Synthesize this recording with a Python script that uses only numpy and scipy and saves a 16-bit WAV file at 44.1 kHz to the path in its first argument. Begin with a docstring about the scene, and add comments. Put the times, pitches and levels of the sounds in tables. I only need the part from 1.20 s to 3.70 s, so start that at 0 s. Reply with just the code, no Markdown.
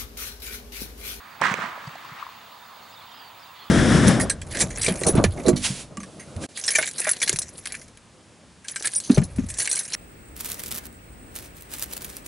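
"""A propane bird-scare cannon fires once, far to the right across a vineyard, muffled by the ground.
Posts, vine rows and trees return ringing echoes and a dense scatter; larger surfaces return low booms.
Small birds whistle as gliding sines and insects shrill as narrow noise bands.
Behind them lies shaped noise for distant traffic and a far flock, and white hiss from the camera.
A very high whine is a set of sines, one tone wavering in level."""
import sys
import numpy as np
from scipy import signal
from scipy.fft import rfft, irfft
from scipy.io import wavfile
from scipy.ndimage import uniform_filter1d

SR = 44100
rng = np.random.default_rng(int(sys.argv[2]) if len(sys.argv) > 2 else 0)


def waveform_to_disk(signal):
    """Save audio, clipped to [-1, 1], as 16-bit WAV at the path in sys.argv[1]."""
    frames = np.transpose(np.atleast_2d(signal))
    scaled = np.clip(frames, -1, 1) * 32767
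    samples = np.round(scaled).astype(np.int16)
    wavfile.write(sys.argv[1], SR, samples)


N = 110250  # 2.5 s
TIME = np.arange(N) / SR  # s
OPPOSITE = np.array([[1], [-1]])  # a sign for each row of a pair


def from_db(db):
    """Level law: gain is 10 to the power of level/20."""
    return 10 ** (np.asarray(db) / 20)


def rms_one(x):
    """Normalisation: scale to unit root-mean-square over all samples and channels."""
    return x / np.sqrt(np.mean(x ** 2) + 1e-20)


def at_hz(points, hz):
    """Logarithmic frequency scale: interpolate a spectrum table along log f."""
    points = np.array(points)
    return np.interp(np.log(hz), np.log(points[:, 0]), points[:, 1])


def drift(rate):
    """Double-pole low-pass filtering: noise becomes a slow wander of spread 1; rate in Hz."""
    step = 40  # samples between computed points
    pole = np.exp(-2 * step * np.pi * rate / SR)
    noise = rng.standard_normal(N // step + 2002)
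    slow = signal.lfilter([1], [1, -2 * pole, pole * pole], noise)[2000:]  # settled part
    return np.interp(np.arange(N) / step, np.arange(len(slow)), rms_one(slow))


def shaped(x, gain):
    """Linear filtering: multiply the spectrum of x by gain(Hz)."""
    hz = np.maximum(np.arange(N // 2 + 1) * SR / N, 1)
    return irfft(rfft(x) * gain(hz), N)


def panned(x, pan_db):
    """Level-difference panning: a close pair of microphones hears no direction in the bass."""
    centred_below_hz = 360
    low = signal.sosfilt(signal.butter(1, centred_below_hz, fs=SR, output="sos"), x)
    sides_db = np.array([pan_db, -pan_db]).reshape(2, -1) / 2
    return low + (x - low) * from_db(sides_db)


def add(out, sound, s):
    """Superposition: mix a short sound in at s seconds."""
    i = int(s * SR)
    out[..., i:i + sound.shape[-1]] += sound[..., :N - i]


def wavelet(hz, cycles):
    """Triple resonance struck by a pulse: the envelope swells to 1 over some cycles, then dies."""
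    phase = np.arange(int(7 * cycles / hz * SR)) / SR * hz  # in cycles
    envelope = (phase / cycles) ** 2 * np.exp(2 - 2 * phase / cycles)
    return envelope * np.sin(-2 * np.pi * phase)


# Single sharp echoes of the bang: t/s, ring peak level/dB, ring f/Hz,
# crack level before a lift and a band filter/dB, left-right level/dB, cycles to the peak
SHARP_ECHOES = [(.2143, -17, 700, -31, -6, .5), (.2181, -8.5, 1050, -40, -9, 1.1),
                (.2208, -17, 1600, -48, -6, 1), (.2243, -17, 1800, -44, -9, 1.6),
                (.2383, -11, 1850, -38, -10, 1.8), (.2408, -16, 1200, -46, -11, 1.1),
                (.2535, -15, 1800, -42, -11, 2.2), (.2563, -14, 1250, -42, -10, 1.3),
                (.2638, -20, 1700, -48, -2, 1.3), (.2683, -17, 1900, -40, -10, 1.3),
                (.2720, -14, 1800, -46, -6, 1.3), (.2845, -19, 1300, -50, -9, 1.3),
                (.2985, -18, 1700, -50, -8, 1.5), (.3103, -22, 1600, -38, -6, 1),
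                (.3148, -22, 1500, -35, -6, 1), (.3198, -22, 1250, -36, -6, 1),
                (.3402, -17, 2300, -31, -12, 1.8), (.3415, -19, 1500, -37, -10, .7),
                (.3405, -27, 480, -60, -6, 1), (.2195, -23, 560, -60, -6, 1.2),
                (.372, -26, 1560, -47, -7, 1.5), (.386, -26, 550, -50, -3, .8),
                (.442, -26, 900, -48, -8, .8), (.65, -33, 1120, -55, 2, 3.0), (.676, -33, 900, -48, -3, .8),
                (.672, -38, 4700, -52, -3, 6.0), (.693, -35, 1300, -56, -1, 2.5),
                (.733, -35, 1300, -58, -1, 2.5), (.7555, -31, 780, -49, -3, 1.4),
                (.576, -34, 600, -58, -2, 1.2), (.849, -34, 1070, -55, 5, 3.0),
                (.894, -36, 1200, -60, 0, 2.5), (.931, -35, 1250, -61, 0, 2.5),
                (1.0255, -23.5, 1170, -60, 7, 2.5), (1.065, -29.5, 1060, -62, 6, 2.3),
                (1.089, -35, 1030, -62, 0, 2.0)]
# Low booms from larger surfaces: t/s, peak level/dB, f/Hz
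LOW_BOOMS = [(0.215, -41, 220), (0.282, -36, 222), (0.312, -23, 180), (0.339, -48, 215),
             (0.387, -31.5, 176), (0.438, -34.5, 225), (0.671, -29.5, 143), (0.915, -40, 143)]
CRACK_DECAY_S, CRACK_LOW_HZ, CRACK_HIGH_HZ = 0.0017, 2450, 8000
CRACK_LIFT_DB = 4
BOOM_CYCLES = 1  # to the peak


def bang():
    """Discrete reflection: each echo is a short ring with a bright crack; booms are low rings."""
    out = np.zeros((2, N))
    length = 400  # samples in a crack
    decay = np.exp(-np.arange(length) / SR / CRACK_DECAY_S)
    band = signal.butter(3, [CRACK_LOW_HZ, CRACK_HIGH_HZ], "band", fs=SR, output="sos")
    for s, db, hz, crack_db, pan_db, cycles in SHARP_ECHOES:
        ring = from_db(db) * wavelet(hz, cycles)
        add(out, panned(ring, pan_db), s)
        noise = rng.standard_normal((2, length))
        burst = (noise + noise[0]) * decay  # partly alike in both channels
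        crack = from_db(crack_db + CRACK_LIFT_DB) * signal.sosfilt(band, burst)
        add(out, panned(crack, pan_db), s)
    for s, db, hz in LOW_BOOMS:
        add(out, from_db(db) * wavelet(hz, BOOM_CYCLES), s)
    return out


# Course of the dense scatter: t/s, level of the middle/dB, level of the bass/dB,
# level of the treble/dB, left-right level/dB
SCATTER_COURSE = [(0.201, -53.5, -63, -80, -6), (0.206, -41, -59, -68, 5), (0.217, -43, -32, -32, -14),
                  (0.22, -32, -38, -41, -10), (0.248, -26.5, -37.5, -33.5, -9.5),
                  (.3, -29.5, -44.5, -39, -6), (0.336, -31, -40, -44, -8.5), (.356, -38, -52, -45.5, -8.5),
                  (.39, -33.5, -43, -44, -2.5), (.425, -29.5, -48.5, -42.5, -7.5),
                  (.48, -37, -47.5, -47.5, -6.5), (.55, -39, -66, -55, -1.5), (.65, -43.5, -57, -52, -1),
                  (.8, -47.5, -62.5, -54, -1.5), (.95, -47, -59, -54, -0.5), (1.01, -42.5, -89, -50.5, 3),
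                  (1.05, -47.5, -80, -56, 2), (1.2, -62, -64, -59, 1), (1.4, -71, -93, -82, 3)]
# Relative spectrum of the scatter: f/Hz, level/dB
SCATTER_SPECTRUM = [(35, -57), (60, -24), (122, -7), (253, -9), (461, -15), (672, -8.5), (803, -8),
                    (1070, 0), (1400, -4), (1850, -5.5), (2500, -14), (3790, -25), (8050, -37.5),
                    (12000, -55), (15600, -84), (22000, -120)]
ECHOES_PER_S, SIZE_SPREAD_DB = 8000, 2.5
SCATTER_ALIKE, BASS_APART = 0.63, 0.21  # likeness of the channels; share of difference in the bass
BASS_TOP_HZ, TREBLE_FOOT_HZ = 400, 3000
BRIGHT_HZ, BRIGHT_DB, BRIGHT_FADE_S = 1520, 5, 0.16  # near echoes are brighter than far ones


def scatter():
    """Diffuse reflection: countless uneven echoes, with separate courses for bass, middle and treble."""
    s, *columns = np.transpose(SCATTER_COURSE)
    mid_db, bass_db, treble_db, pan_db = [np.interp(TIME, s, column) for column in columns]

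    # Random impulses of either sign, coloured as a whole
    sizes_db = SIZE_SPREAD_DB * np.minimum(rng.exponential(1, (2, N)), 4)
    sizes = from_db(sizes_db) * rng.choice([-1, 1], (2, N))
    impulses = sizes * (rng.random((2, N)) < ECHOES_PER_S / SR)
    shared, apart = shaped(impulses, lambda hz: from_db(at_hz(SCATTER_SPECTRUM, hz)))
    pair = np.sqrt(1 + SCATTER_ALIKE) * shared + np.sqrt(1 - SCATTER_ALIKE) * apart * OPPOSITE
    bass_pair = shared + BASS_APART * apart * OPPOSITE

    def low(hz):
        """Low-pass response: unity in the bass, falling as the fourth power of f."""
        return 1 / (1 + (hz / BASS_TOP_HZ) ** 4)

    def high(hz):
        """High-pass response: rising as the fourth power of f to unity in the treble."""
        return 1 / (1 + (TREBLE_FOOT_HZ / hz) ** 4)

    bass = from_db(bass_db) * rms_one(shaped(bass_pair, low))
    treble = from_db(treble_db) * rms_one(shaped(pair, high))
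    middle = rms_one(shaped(pair, lambda hz: 1 - low(hz) - high(hz)))

    # The upper middle starts lifted; the lift fades
    upper = shaped(middle, lambda hz: 1 / (1 + (BRIGHT_HZ / hz) ** 6))
    fading = np.exp(-np.maximum(TIME - s[0], 0) / BRIGHT_FADE_S)
    middle = middle + (from_db(BRIGHT_DB * fading) - 1) * upper
    return bass + panned(from_db(mid_db) * middle + treble, pan_db)


def note(length, start_hz, end_hz, flutter):
    """Frequency modulation: a soft whistle, a few hundredths of a second long, glides in pitch."""
    u = np.linspace(0, 1, int(length * SR))
    hz = start_hz + (end_hz - start_hz) * u + flutter[:len(u)]
    envelope = np.sin(np.pi * u) ** .5
    return np.sqrt(2) * envelope * np.sin(2 * np.pi * np.cumsum(hz) / SR)


WARBLE_EDGE_S, WARBLE_SWELL_DB = .01, 1.8


def warble(db, path, flutter, swell):
    """Frequency and amplitude modulation: a clear whistle winds along a pitch path and swells."""
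    s, hz = np.transpose(path)
    t = np.arange(s[0], s[-1], 1 / SR)
    edge = np.clip(np.minimum(t - s[0], s[-1] - t) / WARBLE_EDGE_S, 0, 1)
    pitch = uniform_filter1d(np.interp(t, s, hz), size=130) + flutter[:len(t)]  # corners rounded
    level = from_db(db + WARBLE_SWELL_DB * swell[:len(t)])
    return np.sqrt(2) * edge * level * np.sin(2 * np.pi * np.cumsum(pitch) / SR)


# Single bird notes: t/s, length/s, start f/Hz, end f/Hz, level/dB, flutter/Hz
BIRD_NOTES = [(.1, .06, 5000, 4300, -60, 40), (.86, .035, 4900, 4800, -59, 150),
              (1.415, .03, 3500, 3700, -57, 40), (1.44, .03, 4950, 4750, -61, 30),
              (1.62, .025, 4400, 4350, -58, 40), (1.675, .045, 7000, 7400, -62, 400),
              (1.712, .025, 3600, 3640, -58, 30), (1.798, .02, 3550, 3350, -53, 60),
              (1.908, .028, 3580, 3680, -54, 40), (2.192, .04, 5300, 5130, -59, 50),
              (2.22, .035, 4720, 4600, -58, 50), (2.252, .016, 3850, 4000, -54, 80),
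              (2.29, .03, 2720, 2680, -57, 30), (2.405, .045, 4250, 4230, -52.5, 70)]
# Warbled whistles: level/dB, pitch path as a list of (t/s, f/Hz)
BIRD_WARBLES = [(-54.5, [(1.716, 4850), (1.735, 5000), (1.746, 4880), (1.751, 3900), (1.762, 3700),
                (1.774, 3480), (1.796, 4150)]), (-56, [(1.934, 5200), (1.953, 4780), (1.968, 5130),
                (1.988, 5000), (1.994, 4720), (2.005, 4770), (2.032, 4730), (2.044, 4620), (2.06, 4660),
                (2.095, 4430)]), (-56, [(1.885, 3330), (1.9, 3170), (1.93, 3120), (2.0, 3260),
                (2.06, 3190)]), (-58.5, [(1.93, 2840), (2.0, 3000), (2.06, 2880), (2.072, 2900),
                (2.08, 2650)]), (-55.5, [(2.385, 3450), (2.41, 3400), (2.43, 3290), (2.47, 3330),
                (2.5, 3400)]), (-60, [(2.385, 3180), (2.425, 3090), (2.455, 3000), (2.5, 3150)])]
# Echo of the birds off the vine rows: delay t/s, level/dB
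ROW_ECHOES = [(.011, -11)]
TWITTER_PER_S, TWITTER_DB, TWITTER_S = 40, -64, .03  # level and length vary about these
TWITTER_LOW_HZ, TWITTER_HIGH_HZ = 2400, 5000  # range of starting pitch


def birds():
    """Reflection: near notes, warbles and random twitter return as a faint quick echo off the rows."""
    out = np.zeros((2, N))
    wobble = drift(250)
    for s, length, start_hz, end_hz, db, flutter_hz in BIRD_NOTES:
        flutter = flutter_hz * wobble[int(s * SR / 2):]
        sound = from_db(db) * note(length, start_hz, end_hz, flutter)
        add(out, panned(sound, -5.0), s)

    swell = drift(30)
    for k, (db, path) in enumerate(BIRD_WARBLES):
        offset = k * N // 8  # another stretch of the wander for each warble
        sound = warble(db, path, 25 * wobble[offset:], swell[offset:])
        add(out, panned(sound, -3.6), path[0][0])

    for when, pitch, size, loudness, glide in rng.random((int(TWITTER_PER_S * N / SR), 5)):
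        hz = TWITTER_LOW_HZ + (TWITTER_HIGH_HZ - TWITTER_LOW_HZ) * pitch
        end_hz = hz * (1.03 - .1 * glide)
        flutter = 30 * wobble[int(when * N / 2):]
        sound = note(TWITTER_S * (.5 + size), hz, end_hz, flutter)
        sound = from_db(TWITTER_DB + 8 * (loudness - .5)) * sound
        add(out, panned(sound, -5 * size), when * N / SR)  # longer notes lie further right

    direct = out.copy()
    for delay_s, db in ROW_ECHOES:
        add(out, from_db(db) * direct, delay_s)
    return out


# Insect shrilling: centre f/Hz, width f/Hz, level/dB
SHRILL_BANDS = [(6630, 72, -72), (3626, 110, -61.5)]


def insects():
    """Narrow-band noise: thin steady Gaussian bands of shrilling."""
    noise = rng.standard_normal((2, N)) + rng.standard_normal(N)  # partly alike in both channels
    out = np.zeros((2, N))
    for centre_hz, width_hz, db in SHRILL_BANDS:
        band = shaped(noise, lambda hz: np.exp(-.5 * ((hz - centre_hz) / width_hz) ** 2))
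        out += from_db(db) * rms_one(band)
    return out


# Relative spectrum of traffic and far flock: f/Hz, level/dB
FIELD_SPECTRUM = [(15, -67), (25, -37), (41, -22), (90, -7), (147, -11), (179, -7), (279, -10.5),
                  (308, -12), (599, -9), (712, -3.5), (981, 1), (1290, -1.5), (1450, -6.5), (4740, -13),
                  (5780, -26), (6700, -22), (9000, -34.5), (11700, -56), (19800, -120)]
# Likeness of left and right in the field: f/Hz, correlation from 0 to 1
FIELD_LIKENESS = [(60, .99), (110, 1), (200, 0.94), (380, 0.11), (700, 0.83), (1400, 0.68), (3000, 0.87),
                  (6000, 0.52), (9000, 0.27)]
# Balance of the field: f/Hz, left-right level/dB
FIELD_SIDES = [(60, 0), (110, 0.5), (200, -1.5), (380, 0.5), (700, -1.5), (1290, -3.5), (2380, -2.0),
               (4400, -2.5), (8120, 0.5), (15000, -3)]
FIELD_DB = -46.5


def field(patchy_db):
    """Partial coherence: stereo noise whose overlapping octave bands each flicker a little."""
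    together = drift(1.0)
    mid_side = rng.standard_normal((2, N))

    def channel(sign):
        """Sum-and-difference stereo: weight mid and side by likeness, then colour one channel."""
        def gain(hz):
            level_db = at_hz(FIELD_SPECTRUM, hz) + sign * at_hz(FIELD_SIDES, hz) / 2
            return from_db(level_db) * np.sqrt(1 + at_hz(FIELD_LIKENESS, hz) * OPPOSITE)
        mid, side = shaped(mid_side, gain)
        return mid + sign * side

    pair = np.array([channel(1), channel(-1)])
    out = np.zeros((2, N))
    for centre in 25 * 2 ** np.arange(0, 9.5, .5):  # Hz, half an octave apart
        bell = lambda hz: np.cos(np.pi * np.clip(np.log2(hz / centre), -.5, .5)) ** 2
        flicker_db = patchy_db * (.2 * together + drift(6))
        out += shaped(pair, bell) * from_db(flicker_db)
    return from_db(FIELD_DB) * rms_one(out)


WHINE_HZ, WHINE_DB = 15734.3, -59.5
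WAVER_HZ, WAVER_DEPTH, WAVER_PEAK_S = 13.0, 0.53, 0.02
COMB_SPACING_HZ, COMB_DB, COMB_FALL_DB = 59.94, -76, 1.3  # spacing, first level, fall per tone


def whine():
    """Amplitude modulation: a very high tone wavers 13 times a second above a comb of weaker tones."""
    waver = 1 + WAVER_DEPTH * np.cos(2 * np.pi * WAVER_HZ * (TIME - WAVER_PEAK_S))
    out = from_db(WHINE_DB) * waver * np.sin(2 * np.pi * WHINE_HZ * TIME)
    for k, phase in enumerate(rng.uniform(0, 2 * np.pi, 8)):
        hz = WHINE_HZ - (k + 1) * COMB_SPACING_HZ
        out += from_db(COMB_DB - COMB_FALL_DB * k) * np.sin(2 * np.pi * hz * TIME + phase)
    return np.sqrt(2) * out


def hiss():
    """White noise: camera hiss, nearly alike in both channels."""
    return from_db(-59.5) * (rng.standard_normal(N) + 0.052 * rng.standard_normal((2, N)))


def scene():
    """Superposition: cannon echoes, birds, insects, field, whine and hiss sound together."""
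    return bang() + scatter() + birds() + insects() + field(patchy_db=1.5) + whine() + hiss()


LOW_CUT_HZ, CUTOFF_HZ = 40, 15810


def record(dry):
    """Band limitation: the deepest bass is rolled off and the top is cut steeply."""
    dry = signal.sosfilt(signal.butter(2, LOW_CUT_HZ, "high", fs=SR, output="sos"), dry)
    return shaped(dry, lambda hz: 1 / (1 + (hz / CUTOFF_HZ) ** 1200))


dry = scene()
out = record(dry)
waveform_to_disk(out)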